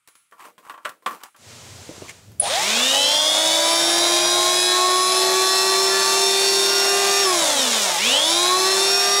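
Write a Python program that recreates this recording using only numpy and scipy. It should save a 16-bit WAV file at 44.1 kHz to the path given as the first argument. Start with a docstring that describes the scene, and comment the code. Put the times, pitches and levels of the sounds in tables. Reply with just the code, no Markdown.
"""Light ticks and woody knocks: a screwdriver is put down and a hand planer turned over on a plywood bench.
Dense slips of noise make the scrapes, decaying modes the ring of plywood and steel; a hiss swells and sinks.
Switched on, the belt squeaks and the motor winds up, runs free, coasts for a moment and winds up again.
One turning rate drives the cutter drum's hum and the whine of armature slots and ball bearing, all built from
wavering sine partials, and the air rushing through the housing, which is coloured noise."""
import sys
import numpy as np
from scipy import signal
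from scipy.fft import rfft, irfft, next_fast_len
from scipy.io import wavfile
from scipy.ndimage import uniform_filter1d

SR = 44100
rng = np.random.default_rng(int(sys.argv[2]) if len(sys.argv) > 2 else 0)


def store_wav(level_fs):
    """Save 16-bit WAV to argv[1]."""
    pcm = np.round(np.clip(np.atleast_2d(level_fs), -1, 1) * 32767)
    wavfile.write(sys.argv[1], SR, pcm.T.astype(np.int16))


N = 405719
T = np.arange(N) / SR

# Pulls of the trigger; the blade rate leaps up, then creeps on, each with its own time constant:
# [on_s, off_s, leap_hz, leap_time_s, creep_hz, creep_time_s]
TRIGGER_PULLS = [(2.4, 7.22, 263.07, .226, 149.96, 2.101), (7.975, 9.3, 175.6, .206, 75.7, .76)]
# Partials of the cutter: [multiple of the blade rate, level_db] and [multiple of the drum's turn, level_db]
BLADE_ORDERS = [(1, -25), (2, -25), (3, -29)]
DRUM_ORDERS = [(1, -52.5), (8, -42), (10, -40), (12, -43), (18, -48), (26, -48), (30, -44), (40, -43)]
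# Partials of the motor hum: [multiple of the armature's turn, level_db]
ARMATURE_ORDERS = [(1, -9.5), (2, 1.5), (3, -12), (4, -5), (5, -2.5), (7, -2), (10, -7)]
# Partials of the bearing: [multiple of the ball pass rate, level_db]
BEARING_ORDERS = [(1, -38.5), (2, -49), (3, -34.5), (4, -34), (5, -30), (6, -30.5), (7, -32.5), (8, -35),
                  (9, -34.5), (10, -33.5), (11, -47.5), (12, -29.5), (13, -28.5), (14, -35), (16, -34)]
# Bench and housing resonances that the low tones sweep through: [frequency_hz, gain_db]
BODY_RESPONSE = [(170, -6), (245, 1), (305, -12.5), (340, -3), (382, 0), (402, -5), (450, -3.5), (610, 1.5),
                 (740, -9.5), (790, -16), (830, 6), (960, -1), (1120, 4), (1160, -2.5), (1250, -6.5)]
# How the motor shell radiates the slot whine: [frequency_hz, gain_db]
SHELL_RESPONSE = [(1000, -27), (1900, -17), (2400, -6.5), (2700, -9), (3050, 1), (3350, 2.5), (3600, -3.5),
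                  (3900, 0), (4130, -2.5), (4300, -9.5)]
# What the housing does to the bearing's tones: [frequency_hz, gain_db]
HOUSING_RESPONSE = [(500, -17), (800, 1.5), (1500, -10), (2900, -2), (3700, 2), (4300, -6), (5100, -1.5),
                    (5520, 5), (6000, -5.5), (7500, -6), (9300, -9.5), (10500, -3.5), (11700, -19),
                    (15500, -23)]
# Drum wind, fan rush and vent hiss, one row each; the knee is where the layer levels off, the surge is
# extra level at full starting current: [level_db, knee_share_of_full_speed, surge_db]
AIR_LAYERS = [(3.5, 0.24, -4), (8.5, 0.3, 7.5), (5.5, 0.43, -4)]
# Spectrum of the rushing air: [frequency_hz, level_db_per_hz]
AIR_COLOUR = [(40, -78), (100, -90), (280, -80.5), (450, -68), (620, -58), (900, -64), (1400, -67.5),
              (2900, -70.5), (3500, -63), (4400, -65.5), (7000, -63), (10500, -71.5), (12500, -79),
              (15500, -82)]

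# Blows of the planer on the bench: [start_s, level_db, treble_db, bass_db]
KNOCKS = [(0.323, -38.5, -8, 1), (0.402, -37, 14, 8), (0.451, -35, 9, 13), (0.58, -37.5, 11, 16),
          (0.666, -36, -1, -10), (0.697, -22.5, 3, 2), (0.741, -33, -3, -11), (0.778, -35, -6, -5),
          (0.848, -28.5, 1, 12), (0.852, -14.5, 2, -9), (1.024, -44, -3, 15), (1.061, -12.5, 2.5, 0),
          (1.109, -27, -5, 6), (1.212, -40, 2, 4), (1.346, -45, -8, -5)]
# Spectrum of a knock's crack: [frequency_hz, level_db_per_hz]
KNOCK_COLOUR = [(71, -59), (120, -58), (474, -19), (604, -9), (1180, -8), (1500, -4.5), (1910, -10.5),
                (2070, -13.5), (3100, -16), (5920, -34), (8350, -26), (15000, -52)]
# Ringing modes of the plywood: [pitch_hz, level_db, t60_s]
BENCH_MODES = [(524, -13, 0.13), (984, -16, 0.1), (1054, 9.5, 0.058), (1150, 4.5, 0.11), (1260, -19, .1),
               (1350, 1, 0.087), (1670, -11, .08), (1940, -8, 0.081), (2460, -10, 0.08), (3170, -11, .08)]
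# Light ticks of steel and plastic: [start_s, level_db, steel_ring_db]
TICKS = [(0.0747, -36, -16), (0.085, -37.5, -6), (0.1531, -39, -2), (0.312, -50, -10), (0.8924, -25.5, -31),
         (1.235, -25, -16), (1.3633, -41, -6), (2.3174, -39, -30), (2.397, -26, -12)]
# Ringing modes of the steel: [pitch_hz, level_db, t60_s]
STEEL_MODES = [(1380, -4, 0.29), (2300, -16, 0.38), (2480, -11, 0.42), (4040, -10, 0.32), (6826, -7, 0.27),
               (8100, -10, 0.47), (10080, -4, 0.45), (10360, -10, .3), (11000, -12, .25)]
# Dense steel overtones between those modes: [frequency_hz, level_db_per_hz]
STEEL_SHIMMER = [(1000, -15), (2400, -1), (5000, -9), (9500, -1), (12000, -12)]
# The sole bumps as the planer is lifted: [start_s, level_db]
BUMPS = [(1.892, -26), (1.913, -33), (1.977, -35), (2.02, -25)]
# The body slides over the wood: [start_s, length_s, level_db]
SLIDES = [(0.364, 0.16, -45), (0.622, 0.12, -47), (0.808, 0.13, -55), (1.063, 0.15, -43), (1.19, 0.11, -45),
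          (1.346, 0.04, -57), (2.03, 0.09, -55)]
# The fingers tighten on the plastic handle: [start_s, length_s, level_db]
GRIP_RUBS = [(2.075, 0.048, -36.5)]
# Spectra of wood scrape and grip rub: [frequency_hz, level_db_per_hz]
SCRAPE_COLOUR = [(71, -76), (120, -34), (380, -16), (446, -36), (655, -32), (725, -10), (1110, -2),
                 (1500, -15.5), (2860, -19), (3430, -27), (6420, -28), (7860, -25), (15000, -31)]
GRIP_COLOUR = [(1500, -12), (2100, 4), (2800, -5), (4000, -13), (7000, -6), (14000, -26)]

# Spectra of the workshop's hiss, low rumble and steady quiet bed: [frequency_hz, level_db_per_hz]
HISS_COLOUR = [(120, -34), (200, -9), (244, 2.5), (273, -17), (365, -2.5), (690, -3.5), (783, -6),
               (1260, -7), (1980, -8), (7350, -7), (15500, -29)]
RUMBLE_COLOUR = [(30, -29), (70, -9), (100, 8), (135, -3), (250, -12), (600, -20), (1200, -37)]
QUIET_COLOUR = [(40, -35), (100, -8), (700, -24), (1300, -1), (1700, -12), (2300, -6), (5800, -20),
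                (9000, -9), (15500, -28)]
# Swells of the rumble: [start_s, length_s, level_db]
RUMBLE_SWELLS = [(1.61, 0.24, -48), (2.22, 0.22, -52)]

# Armature turns per drum turn; ball passes and slots per armature turn
BELT_RATIO, BALL_PASSES, SLOTS = 1.8055, 2.5815, 12
THROB_HZ = 2 * 50  # the current peaks on each half wave of the mains
# Coasting: steady friction, and drag in proportion to speed; FREE_HZ is the blade rate when running free
FRICTION_HZ_PER_S, DRAG_PER_S, FREE_HZ = 158, .55, 400
SPEED_EXPONENT = 3.2  # how steeply the low tones grow with speed
TONES_DB, HUM_DB = 4, -31.5  # all running tones together; the armature hum among them
# The slot whine under power; its change when coasting; its gain per share of missing speed on the second pull
SLOT_DB, SLOT_COAST_DB, SLOT_RESTART_DB = -27, -18, 10.5
# One bearing overtone flares on the first wind-up; all ease off when coasting
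STRAINED_ORDER, BEARING_STRAIN_DB, BEARING_COAST_DB = 6, 6, -2
CHIRP_AT_S, CHIRP_S, CHIRP_DB = 2.398, .007, -10.5
SQUEAK_HZ, SQUEAK_SAG_HZ_PER_S, SQUEAK_DB, SQUEAK_FADE_DB_PER_S = 9960, 10000, -23, 123
HISS_FROM_S, HISS_UNTIL_S, HISS_ATTACK_S, HISS_FADE_DB_PER_S, HISS_DB = 1.355, 2.06, 0.15, 60, -43.5
RUMBLE_FROM_S, RUMBLE_UNTIL_S, RUMBLE_DB = 1.376, 2.7, -50.5
GAIN_THRESHOLD_DB, GAIN_RATIO, GAIN_RESPONSE_S = -17.5, 12, 0.035
CEILING, TOP_HZ = 0.86, 15650  # full scale is 1


def undb(db):
    """Decibels to gain."""
    return 10 ** (np.asarray(db) / 20)


def unit(x):
    """Scale to rms 1."""
    return x / np.sqrt(np.mean(x ** 2))


def since(s):
    """Seconds since a moment; 0 before it."""
    return np.maximum(T - s, 0)


def between(start, end, fade=0.0082):
    """1 from start to end, with short ramps."""
    return np.clip((T - start) / fade, 0, 1) * np.clip((end - T) / fade, 0, 1)


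def swells(table):
    """A gain that rises and falls in one arch for each (start_s, length_s, level_db) row."""
    return sum(undb(db) * np.sin(np.pi * np.clip(since(s) / length, 0, 1)) for s, length, db in table)


def fade_out(t60, size):
    """An exponential decay that falls 60 dB in t60 seconds."""
    return undb(-60 * T[:size] / t60)


def walk(rate):
    """Smooth chance of spread 1 that changes about rate times a second."""
    hold = max(int(SR / rate), 1)
    steps = np.repeat(rng.standard_normal(N // hold + 1), hold)
    return unit(uniform_filter1d(steps, hold)[:N])


def gain_at(hz, spectrum):
    """Gain of a spectrum in dB at the given frequencies, read along a log frequency scale."""
    points, db = np.transpose(spectrum)
    return undb(np.interp(np.log(hz + 1), np.log(points), db))


def colour(x, spectrum):
    """Filter by a spectrum in dB."""
    size = next_fast_len(len(x))
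    gain = gain_at(np.fft.rfftfreq(size, 1 / SR), spectrum)
    return irfft(rfft(x, size) * gain, size)[:len(x)]


def noise(spectrum, size=N):
    """Coloured noise of rms 1."""
    return unit(colour(rng.standard_normal(size), spectrum))


def split(x, hz):
    """The parts below and above a frequency."""
    lowpass = signal.butter(2, min(hz, .45 * SR), fs=SR, output="sos")
    low = signal.sosfiltfilt(lowpass, x)
    return low, x - low


def tone(turns, multiple, waver_db, rough):
    """One partial of a turning part, about rms 1: it wavers slowly and flutters quickly."""
    phase = 2 * np.pi * (round(multiple) * turns + rng.random()) + rough * walk(90)
    return np.sqrt(2) * np.sin(phase) * undb(waver_db * walk(9)) * (1 + rough * walk(130))


def ring(modes, size):
    """Decaying modes; each blow excites them a little differently."""
    out = np.zeros(size)
    for hz, db, t60 in modes:
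        level = undb(db + rng.normal(0, 3.0))
        phase = 2 * np.pi * hz * T[:size] + rng.uniform(0, 2 * np.pi)
        out += level * fade_out(t60, size) * np.sin(phase)
    return out


def add(track, s, sound, peak_db):
    """Mix a sound in at a time, with a given peak."""
    start = int(s * SR)
    scaled = undb(peak_db) * sound / np.abs(sound).max()
    track[start:start + len(sound)] += scaled[:N - start]


def room(x, wet_db, t60):
    """A short diffuse tail from the cluttered workshop."""
    size = SR // 2
    tail = noise([(100, -5.0), (1200, 10.0), (4000, 0.5), (15000, -4.5)], size)
    tail = tail * fade_out(t60, size) * (T[:size] > .006)  # a short gap before the reflections
    return x + undb(wet_db) * signal.fftconvolve(x, tail / np.linalg.norm(tail))[:N]


def planer():
    """The drum and, through the belt, the faster armature drive every running sound."""
    blade_hz = blade_rate()
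    drum_hz = blade_hz / 2 * (1 + 0.000866 * walk(14))  # two blades; the speed wanders slightly
    drum = np.cumsum(drum_hz) / SR
    armature, armature_hz = BELT_RATIO * drum, BELT_RATIO * drum_hz
    speed = blade_hz / FREE_HZ
    power = sum(between(on, off) for on, off, *_ in TRIGGER_PULLS)
    current = power * (1 - speed)  # the starting current falls as the motor gains speed
    strain = current * between(*TRIGGER_PULLS[0][:2])
    balls = undb(BEARING_COAST_DB * (1 - power)) * bearing(armature, armature_hz, speed, strain)
    tones = cutter(drum, blade_hz, speed) + motor(armature, armature_hz, speed, power) + balls
    # late reflections lag behind a gliding pitch and smear it
    low, high = split(undb(TONES_DB) * tones, 840)
    running = low + room(high, wet_db=-11.5, t60=0.19) + air(drum, armature, speed, power, current)
    running *= between(TRIGGER_PULLS[0][0], TRIGGER_PULLS[-1][1], fade=0.0036)
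    return running + belt_squeak() + start_up(armature, armature_hz)


def blade_rate():
    """Blade passes per second: each pull winds the motor up from its present speed; released, it coasts down."""
    hz, friction = np.zeros(N), FRICTION_HZ_PER_S / DRAG_PER_S
    for on, off, leap_hz, leap_s, creep_hz, creep_s in TRIGGER_PULLS:
        leap = -leap_hz * np.expm1(-since(on) / leap_s)
        creep = -creep_hz * np.expm1(-since(on) / creep_s)
        driven = np.interp(on, T, hz) + leap + creep
        coasting = (np.interp(off, T, driven) + friction) * np.exp(-DRAG_PER_S * since(off)) - friction
        hz = np.select([T < on, T < off], [hz, driven], coasting)
    return np.maximum(hz, 1)


def cutter(turns, blade_hz, speed):
    """Two blades chop the air at the slot in the sole; the drum is slightly out of balance."""
    low = sum(undb(db) * gain_at(k * blade_hz, BODY_RESPONSE) * tone(2 * turns, k, waver_db=1.5, rough=0.085)
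              for k, db in BLADE_ORDERS)
    high = sum(undb(db) * tone(turns, k, waver_db=1.5, rough=0.4) for k, db in DRUM_ORDERS)
    return low * speed ** SPEED_EXPONENT + high * speed ** 2.4


def motor(turns, hz, speed, power):
    """The armature hums; its slots whine, throbbing with the current on each half wave of the mains."""
    hum = sum(undb(db) * gain_at(k * hz, BODY_RESPONSE) * tone(turns, k, waver_db=3.0, rough=0.05)
              for k, db in ARMATURE_ORDERS)
    throb = 1 + .9 * power * np.cos(2 * np.pi * THROB_HZ * T + .25 * walk(60))
    # the belt tugs once per turn of the drum
    wobble = 1 + .25 * np.cos(2 * np.pi * turns / BELT_RATIO)
    restart = (1 - speed) * between(*TRIGGER_PULLS[1][:2])
    slot_db = SLOT_DB + SLOT_COAST_DB * (1 - power) + SLOT_RESTART_DB * restart
    slot_gain = undb(slot_db) * gain_at(SLOTS * hz, SHELL_RESPONSE)
    whine = slot_gain * throb * wobble * tone(turns, SLOTS, waver_db=-0.4, rough=0.043)
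    field = undb(-65) * power * tone(THROB_HZ * T, 1, waver_db=2, rough=.2)
    return undb(HUM_DB) * speed ** SPEED_EXPONENT * hum + whine + field


def bearing(turns, hz, speed, strain):
    """Balls roll over a flaw in the race; each overtone flares as it crosses a housing resonance."""
    passes = BALL_PASSES * turns + 0.016 * walk(35)  # the balls slip a little
    whine = np.zeros(N)
    for k, db in BEARING_ORDERS:
        level = undb(db + BEARING_STRAIN_DB * strain * (k == STRAINED_ORDER))
        # faster balls strike harder, so the high overtones grow most with speed
        level = level * speed ** (0.14 * k) * gain_at(k * BALL_PASSES * hz, HOUSING_RESPONSE)
        whine += level * tone(passes, k, waver_db=2.26, rough=0.089)
    # seven balls: the load varies once per turn of their cage
    load = 1 + 0.22 * np.cos(2 * np.pi * passes / 7)
    return whine * load


def air(drum_turns, armature_turns, speed, power, current):
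    """Turbulence from drum and fan, chopped by the blades and roughened by the brushes."""
    rush = colour(rng.standard_normal(N), AIR_COLOUR) * np.sqrt(SR / 2)  # per-Hz levels to full-band noise
    wind, rest = split(rush, 2400)
    fan, hiss = split(rest, 3400)
    wind, fan, hiss = (band * undb(db + surge_db * current) * speed / np.hypot(speed, knee)
                       for band, (db, knee, surge_db) in zip((wind, fan, hiss), AIR_LAYERS))
    chop = 1 + 0.26 * np.cos(2 * np.pi * 2 * drum_turns)
    brushes = (1 + 0.057 * np.cos(2 * np.pi * armature_turns)
               + 0.011 * power * np.cos(2 * np.pi * THROB_HZ * T))
    rattle = undb(1.2 * walk(350))
    gusty_wind = undb(2.0 * walk(25)) * wind * chop
    gusty_fan = undb(1.9 * walk(18)) * fan + undb(.5 * walk(15)) * hiss
    return gusty_wind + gusty_fan * brushes * rattle


def belt_squeak():
    """The belt slips on its pulley: a clean chirp, then ragged squeaks that sink and die as it grips."""
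    age = since(CHIRP_AT_S)
    ragged = np.clip((age - CHIRP_S) / .01, .15, 1)
    hz = SQUEAK_HZ - SQUEAK_SAG_HZ_PER_S * np.minimum(age, .5)
    phase = 2 * np.pi * np.cumsum(hz * (1 + .04 * ragged * walk(1400))) / SR
    chirp = undb(CHIRP_DB) * between(CHIRP_AT_S, CHIRP_AT_S + CHIRP_S, fade=0.0013)
    tail = undb(SQUEAK_DB - SQUEAK_FADE_DB_PER_S * age + 2.9 * walk(300)) * (age > CHIRP_S / 2)
    return np.sqrt(2) * np.sin(phase) * (chirp + tail)


def start_up(turns, armature_hz):
    """At low speed the motor growls, and the inrush current makes it buzz and chirp."""
    body = [(400, -35), (540, 0), (650, 0), (850, 1), (1000, -12), (1500, -35)]
    shell = [(2600, -30), (3100, 0), (3800, 0), (4200, -30)]
    # the field laminations buzz at first
    buzz = sum(gain_at(k * THROB_HZ, body) * tone(THROB_HZ * T, k, waver_db=2, rough=.4) for k in range(5, 9))
    # an overtone of the slow drum sweeps through the same resonance
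    sweep = gain_at(10 * armature_hz / BELT_RATIO, body) * tone(turns / BELT_RATIO, 10, waver_db=1, rough=.2)
    # slot overtones chirp through the housing's ring
    chirps = sum(gain_at(k * SLOTS * armature_hz, shell) * tone(turns, k * SLOTS, waver_db=1, rough=.7)
                 for k in (2, 3, 5))
    return (undb(-37) * chirps * between(1.9, 3.0, fade=0.026)
            + undb(-34.5) * buzz * between(2.4, 2.5, fade=0.032)
            + undb(-27.0) * sweep * (T > TRIGGER_PULLS[0][0]))


def knocks(size=SR // 2):
    """Each blow cracks, rings the plywood and leaves a low thud."""
    out = np.zeros(N)
    thud_colour = [(50, -42), (100, -37), (200, 1.0), (600, 3), (1200, -14.5)]
    for s, db, treble_db, bass_db in KNOCKS:
        low, high = split(noise(KNOCK_COLOUR, size), 1800)
        crack = (low + undb(treble_db) * high) * fade_out(0.067, size)
        plywood = undb(-7.5) * ring(BENCH_MODES, size)
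        thud = undb(bass_db - 15) * noise(thud_colour, size) * fade_out(0.29, size)
        add(out, s, crack + plywood + thud, db + 0.36)
    return out


def ticks(size=SR // 2):
    """Hard, light contacts; steel rings on faintly."""
    out = np.zeros(N)
    click_colour = [(300, -3), (1500, 4), (2500, 0), (4000, -2.0), (9000, -2.5), (15000, -6.0)]
    for s, db, ring_db in TICKS:
        click = noise(click_colour, size) * fade_out(0.036, size)
        shimmer = noise(STEEL_SHIMMER, size) * fade_out(.5, size)
        steel = undb(-9) * (ring(STEEL_MODES, size) + shimmer)
        add(out, s, click + undb(ring_db) * steel, db + .5)
    return out


def bumps(size=SR // 3):
    """Soft, dull contacts of the sole with the bench: short, dark noise bursts."""
    out = np.zeros(N)
    dull = [(70, -8), (250, 4.5), (430, 4), (620, 4), (900, -17), (2000, -24), (8000, -42)]
    for s, db in BUMPS:
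        add(out, s, noise(dull, size) * fade_out(0.06, size), db + .5)
    return out


def scrape():
    """Dense, uneven slips of the body on the wood and of the hand on the grip; each swells and dies away."""
    slips = rng.standard_normal(N) * undb(2.7 * walk(460))
    wood = unit(colour(slips, SCRAPE_COLOUR)) * swells(SLIDES) * undb(0.93 * walk(52.3))
    grip = unit(colour(slips, GRIP_COLOUR)) * swells(GRIP_RUBS)
    return wood + grip


def workshop():
    """Near silence, then a broad hiss that swells, holds and sinks over a low rumble."""
    swell = np.minimum(since(HISS_FROM_S) / HISS_ATTACK_S, 1)
    hiss_gain = undb(HISS_DB - HISS_FADE_DB_PER_S * since(HISS_UNTIL_S)) * swell
    steady_rumble = undb(RUMBLE_DB) * between(RUMBLE_FROM_S, RUMBLE_UNTIL_S, fade=0.094)
    rumble = (steady_rumble + swells(RUMBLE_SWELLS)) * noise(RUMBLE_COLOUR)
    return hiss_gain * noise(HISS_COLOUR) + rumble + undb(-72) * noise(QUIET_COLOUR)


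def scene():
    """Handling, the running planer and the workshop; both channels are alike."""
    handling = room(knocks() + ticks() + bumps(), wet_db=-13.5, t60=0.16) + scrape()
    return np.tile(handling + planer() + workshop(), (2, 1))


def gain_control(x):
    """Turns loud passages down, so the rush of air ducks when a loud tone swells."""
    step = 1 / (GAIN_RESPONSE_S * SR)
    loudness = np.sqrt(signal.lfilter([step], [1, step - 1], x[0] ** 2))
    excess = np.maximum(loudness / undb(GAIN_THRESHOLD_DB), 1)
    return x * excess ** (1 / GAIN_RATIO - 1)


def record(dry):
    """The phone thins the deep bass, rides the gain, rounds the highest peaks and cuts the top."""
    bass_cut = signal.butter(2, 60, "highpass", fs=SR, output="sos")
    levelled = gain_control(signal.sosfilt(bass_cut, dry))
    rounded = levelled / (1 + (levelled / CEILING) ** 8) ** (1 / 8)
    top_cut = signal.ellip(10, .1, 80, TOP_HZ, fs=SR, output="sos")
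    return signal.sosfilt(top_cut, rounded)


dry = scene()
out = record(dry)
store_wav(out)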